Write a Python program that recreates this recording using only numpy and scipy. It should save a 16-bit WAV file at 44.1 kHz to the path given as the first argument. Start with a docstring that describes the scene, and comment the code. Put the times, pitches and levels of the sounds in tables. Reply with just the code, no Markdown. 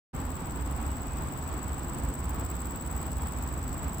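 """A cricket-like insect trills in the leaves close by, left of the microphones, about 19.5 chirps a second.
Each chirp is three wing strokes: a whistle near 7.8 kHz that falls as the wing slows, with its octave
and a dry rasp. Ground, foliage and the wood around scatter the trill. Far off are more of its kind,
a few faint bird whistles and the rumble of traffic. The sound starts after a moment of silence."""
import sys
import numpy as np
from scipy import signal
from scipy.fft import rfft, irfft
from scipy.io import wavfile
from scipy.ndimage import uniform_filter1d

SR = 44100
rng = np.random.default_rng(int(sys.argv[2]) if len(sys.argv) > 2 else 0)


def put_to_file(sound):
    """Save the sound as 16-bit audio at rate SR, in the file named by the first command-line argument."""
    columns = np.atleast_2d(sound).T  # one column per channel
    safe = np.clip(columns, -1, 1)
    whole_steps = np.round(safe * 32767)
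    wavfile.write(sys.argv[1], SR, whole_steps.astype(np.int16))


N = 176400
TIME = np.arange(N) / SR
BIN_HZ = np.arange(N // 2 + 1) * SR / N
WOOD_T60_S, WOOD_DB = .63, -10.5  # echo of the wood, for bird and insect alike


def undb(db):
    """Decibels to gain."""
    return 10 ** (np.asarray(db) / 20)


def unit(x):
    """Scale to rms 1."""
    return x / np.sqrt(np.mean(x ** 2))


def spectrum(points):
    """A (Hz, value) table read at every frequency bin."""
    hz, value = np.array(points, float).T
    return np.interp(np.log(BIN_HZ + 1e-9), np.log(hz), value)


def timeline(points):
    """A (seconds, value) table read at every sample."""
    return np.interp(TIME, *np.array(points).T)


def filtered(x, gain):
    """Apply a gain to each frequency bin."""
    return irfft(rfft(x) * gain, N)


def noise(gain):
    """Noise of rms 1, coloured by a gain for each bin."""
    return unit(filtered(rng.standard_normal(N), gain))


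def walk(rate):
    """Random levels held 1 / rate seconds and smoothed twice; rms 1."""
    hold = max(int(SR / rate), 2)
    steps = np.repeat(rng.standard_normal(N)[:N // hold + 1], hold)
    return unit(uniform_filter1d(uniform_filter1d(steps, hold), hold)[:N])


def pan(db):
    """Left and right gains for a level difference, left minus right."""
    return undb(np.array([[db], [-db]]) / 2)


def scatter(x, t60):
    """A dying cloud of echoes, different at each microphone, as strong as the sound itself."""
    t = TIME[:SR // 2]
    tails = rng.standard_normal((2, len(t))) * np.exp(-np.log(1000) * t / t60) * (t > .002)
    return np.array([unit(signal.fftconvolve(x, tail)[:N]) for tail in tails]) * x.std()


def traffic():
    """A far road roars, wide in the treble and centred in the bass, with a swelling engine drone."""
    # Each row: frequency in Hz, relative density of the roar in dB.
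    road_colour = [(20, -27), (32, -13), (45, -13), (75, -6), (95, -12), (112, -18), (135, -11.5),
                   (165, -15.5), (205, -18.5), (250, -14.5), (310, -19), (400, -25), (600, -27),
                   (850, -23.5), (1100, -24.5), (1500, -31), (2200, -38), (3200, -43), (6000, -54),
                   (14000, -56)]
    # Each row: frequency in Hz, correlation between the two microphones.
    likeness = [(60, 0.8), (130, .97), (250, 0.99), (500, 0.58), (1000, 0.19), (3000, 0.019)]
    # Each row: time in seconds, change in the roar's level in dB.
    road_level = [(0, 0.4), (.8, 0.65), (1.6, 0.5), (2.3, -0.17), (3.2, -0.26), (4, -.4)]
    # Each row: an engine's pitch in Hz, its wander in Hz, its level in dB.
    engines = [(60.53, 4.12, -38), (77.15, 5.96, -44)]
    # Each row: time in seconds, relative level of the drone in dB.
    drone_level = [(0.15, -43.5), (0.25, -32), (0.4, -55), (0.62, -33), (1.02, -38), (1.19, -35.5),
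                   (1.38, -49), (1.43, -47), (1.46, -41.5), (1.76, -33.5), (1.97, -39.5), (2.09, -28.5),
                   (2.13, -55), (2.28, -34.5), (2.71, -37.5), (2.72, -45), (3.01, -35), (4.0, -40.5)]
    colour, alike = undb(spectrum(road_colour)), spectrum(likeness)
    mid = filtered(rng.standard_normal(N), colour * np.sqrt(1 + alike))
    side = filtered(rng.standard_normal(N), colour * np.sqrt(1 - alike))
    road_db = -35.5 + timeline(road_level) - .1 * walk(3.2) + .83 * walk(18)  # slight sway, quick flutter
    road = unit(np.array([mid + side, mid - side])) * undb(road_db)
    drone = np.zeros(N)
    for hz, wander_hz, db in engines:
        phase = 2 * np.pi * np.cumsum(hz + wander_hz * walk(24.96)) / SR
        drone += undb(db) * np.sqrt(2) * np.sin(phase)
    swell = unit(undb(timeline(drone_level)))
    return (road + swell * drone) * pan(-1.2)


def wood():
    """Far insects merge into a thin whistle over the soft hiss of the wood."""
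    # Each row: frequency in Hz, relative density of the hiss in dB.
    hiss_colour = [(1500, -5), (3500, 0.5), (6500, -0.5), (9500, -3), (12000, -3.5), (14000, -14),
                   (15500, 1)]
    chorus_hz, half_width_hz = 7806, 81
    band = 1 / (1 + ((BIN_HZ - chorus_hz) / half_width_hz) ** 4)
    chorus = np.array([noise(band) for _ in range(2)])
    hiss = np.array([noise(undb(spectrum(hiss_colour))) for _ in range(2)])
    return undb(-58) * (chorus + hiss * pan(-.5))


def bird():
    """A bird far off in the wood gives soft-edged whistles of steady pitch, a little to the right."""
    # Each row: start in seconds, length in seconds, pitch in Hz, level in dB.
    whistles = [(.8, .11, 2520, -68), (.86, .09, 2860, -68), (1.03, .2, 2528, -64), (3.17, .08, 3300, -63)]
    notes = np.zeros(N)
    for start, length, hz, db in whistles:
        arch = np.sin(np.pi * np.clip((TIME - start) / length, 0, 1))
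        notes += undb(db) * np.sqrt(2) * arch * np.sin(2 * np.pi * hz * TIME)
    return notes * pan(-2) + undb(WOOD_DB) * scatter(notes, WOOD_T60_S)


def wings():
    """The scraper runs over the file; the tooth rate is the pitch and falls as the wing slows."""
    # Each row: time in seconds, chirps counted so far.
    pace = [(.152, 0), (1.0198, 17), (2.0375, 37), (2.3469, 43), (2.7098, 50), (3.3748, 63), (4.0355, 76)]
    # The strokes of one chirp. Each row: start from the chirp's centre in ms, length in ms, first and
    # last pitch in Hz, relative level in dB, octave trim in dB, unevenness of the start from 0 to 1.
    strokes = [(-15.6, 8.6, 8050, 7700, -4.8, -9, .2), (-4.1, 7.3, 7930, 7570, 0, 0, .2),
               (8.3, 7.8, 8280, 7550, -.8, -.5, .9)]
    # The wing radiates through a broad main resonance and a sharp one at the octave.
    # Each row: frequency in Hz, gain in dB.
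    resonances = [(6800, -22), (7350, -12), (7550, -1), (7690, -1), (7810, 3), (7920, -3), (8060, 2),
                  (8320, 2), (8700, -8), (14450, -12), (14800, -4), (15080, -6), (15300, 2), (15440, 5),
                  (15510, -12), (16000, -22)]
    # Each row: frequency in Hz, relative density of the rasp in dB.
    rasp_colour = [(2500, -8), (5000, -2), (7000, -1.5), (8700, 7), (9600, -3.5), (11200, -0.5),
                   (13000, -11), (14000, -10), (14700, 1.5), (15350, -6), (15650, -14.5)]
    time_scatter_ms, pitch_scatter, level_scatter_db = .25, .001, .7
    catch_hz = 148  # a stroke may set off faster or slower, the closing one most of all
    slowing, edge_share = 1.5, .55  # curve of the fall; share of a stroke spent fading in and out
    times, counts = np.array(pace).T
    centres = np.interp(np.arange(counts[-1] + 1), counts, times)
    jitter_hz, grip = 70 * walk(1500), 1 + .12 * walk(1200)  # uneven teeth
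    song, contact = np.zeros(N), np.zeros(N)
    for start_ms, length_ms, first_hz, last_hz, db, octave_db, uneven in strokes:
        for centre, luck in zip(centres, rng.standard_normal((len(centres), 6))):
            start = centre + (start_ms + time_scatter_ms * luck[0]) / 1000
            length = length_ms / 1000
            span = slice(*np.searchsorted(TIME, [start, start + length]))
            progress = np.clip((TIME[span] - start) / length, 0, 1)
            fall_hz = first_hz - last_hz + uneven * catch_hz * luck[2]
            hz = last_hz * (1 + pitch_scatter * luck[1]) + fall_hz * (1 - progress) ** slowing
            phase = 2 * np.pi * (np.cumsum(hz + jitter_hz[span]) / SR + luck[3])
            ramp = np.minimum(2 * np.minimum(progress, 1 - progress) / edge_share, 1)
            press = np.sin(np.pi / 2 * ramp) * undb(db + level_scatter_db * luck[4])
            octave = undb(.5 + octave_db + level_scatter_db * luck[5]) * np.sin(np.pi * progress) ** 2
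            song[span] += np.sqrt(2) * press * (grip[span] * np.sin(phase) + octave * np.sin(2 * phase))
            contact[span] += press
    tone = filtered(song, undb(spectrum(resonances)))
    rasp = undb(-11.5) * contact * noise(undb(spectrum(rasp_colour)))
    return undb(-41.5) * (tone + rasp)


def insect():
    """The trill reaches the microphones straight, off the ground, through near leaves and from the wood."""
    # The listener comes round to the insect. Each row: time in seconds, gain in dB.
    approach = [(0, -0.5), (1.2, 0.9), (2.6, 2.3), (4, 1.6)]
    # Its side as the listener turns. Each row: time in seconds, left minus right in dB.
    bearing = [(0, 16), (1.2, 15), (2.5, 6), (4, 9)]
    # Each row: frequency in Hz, lead of the left microphone over the right in radians.
    left_lead = [(4000, .6), (7700, 1.2), (8500, 1.9), (11000, 1.2), (14800, -.6)]
    # Foliage throws back less of the octave. 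Each row: frequency in Hz, gain in dB.
    foliage = [(11000, 0), (15000, -3)]
    ground_delay_ms = 2.6
    song = wings() * undb(timeline(approach))
    right = filtered(song, np.exp(-1j * spectrum(left_lead))) * undb(-timeline(bearing))
    direct = np.array([song, right])
    dull = filtered(song, undb(spectrum(foliage)))
    ground = undb(-17) * np.roll(dull, int(ground_delay_ms * SR / 1000)) * np.array([[.5], [1]])
    leaves = undb(-10) * scatter(dull, t60=.035)
    return direct + ground + leaves + undb(WOOD_DB) * scatter(dull, WOOD_T60_S)


def scene():
    """The near insect over the wood, a far bird and the far road."""
    return insect() + wood() + bird() + traffic()


def record(dry):
    """The microphones open after a moment of silence; a steep low-pass cuts the top."""
    start_s, fade_s, top_hz = .13, .017, 15850
    opened = dry * np.clip((TIME - start_s) / fade_s, 0, 1)
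    return signal.sosfilt(signal.ellip(10, .2, 80, top_hz, fs=SR, output="sos"), opened)


dry = scene()
out = record(dry)
put_to_file(out)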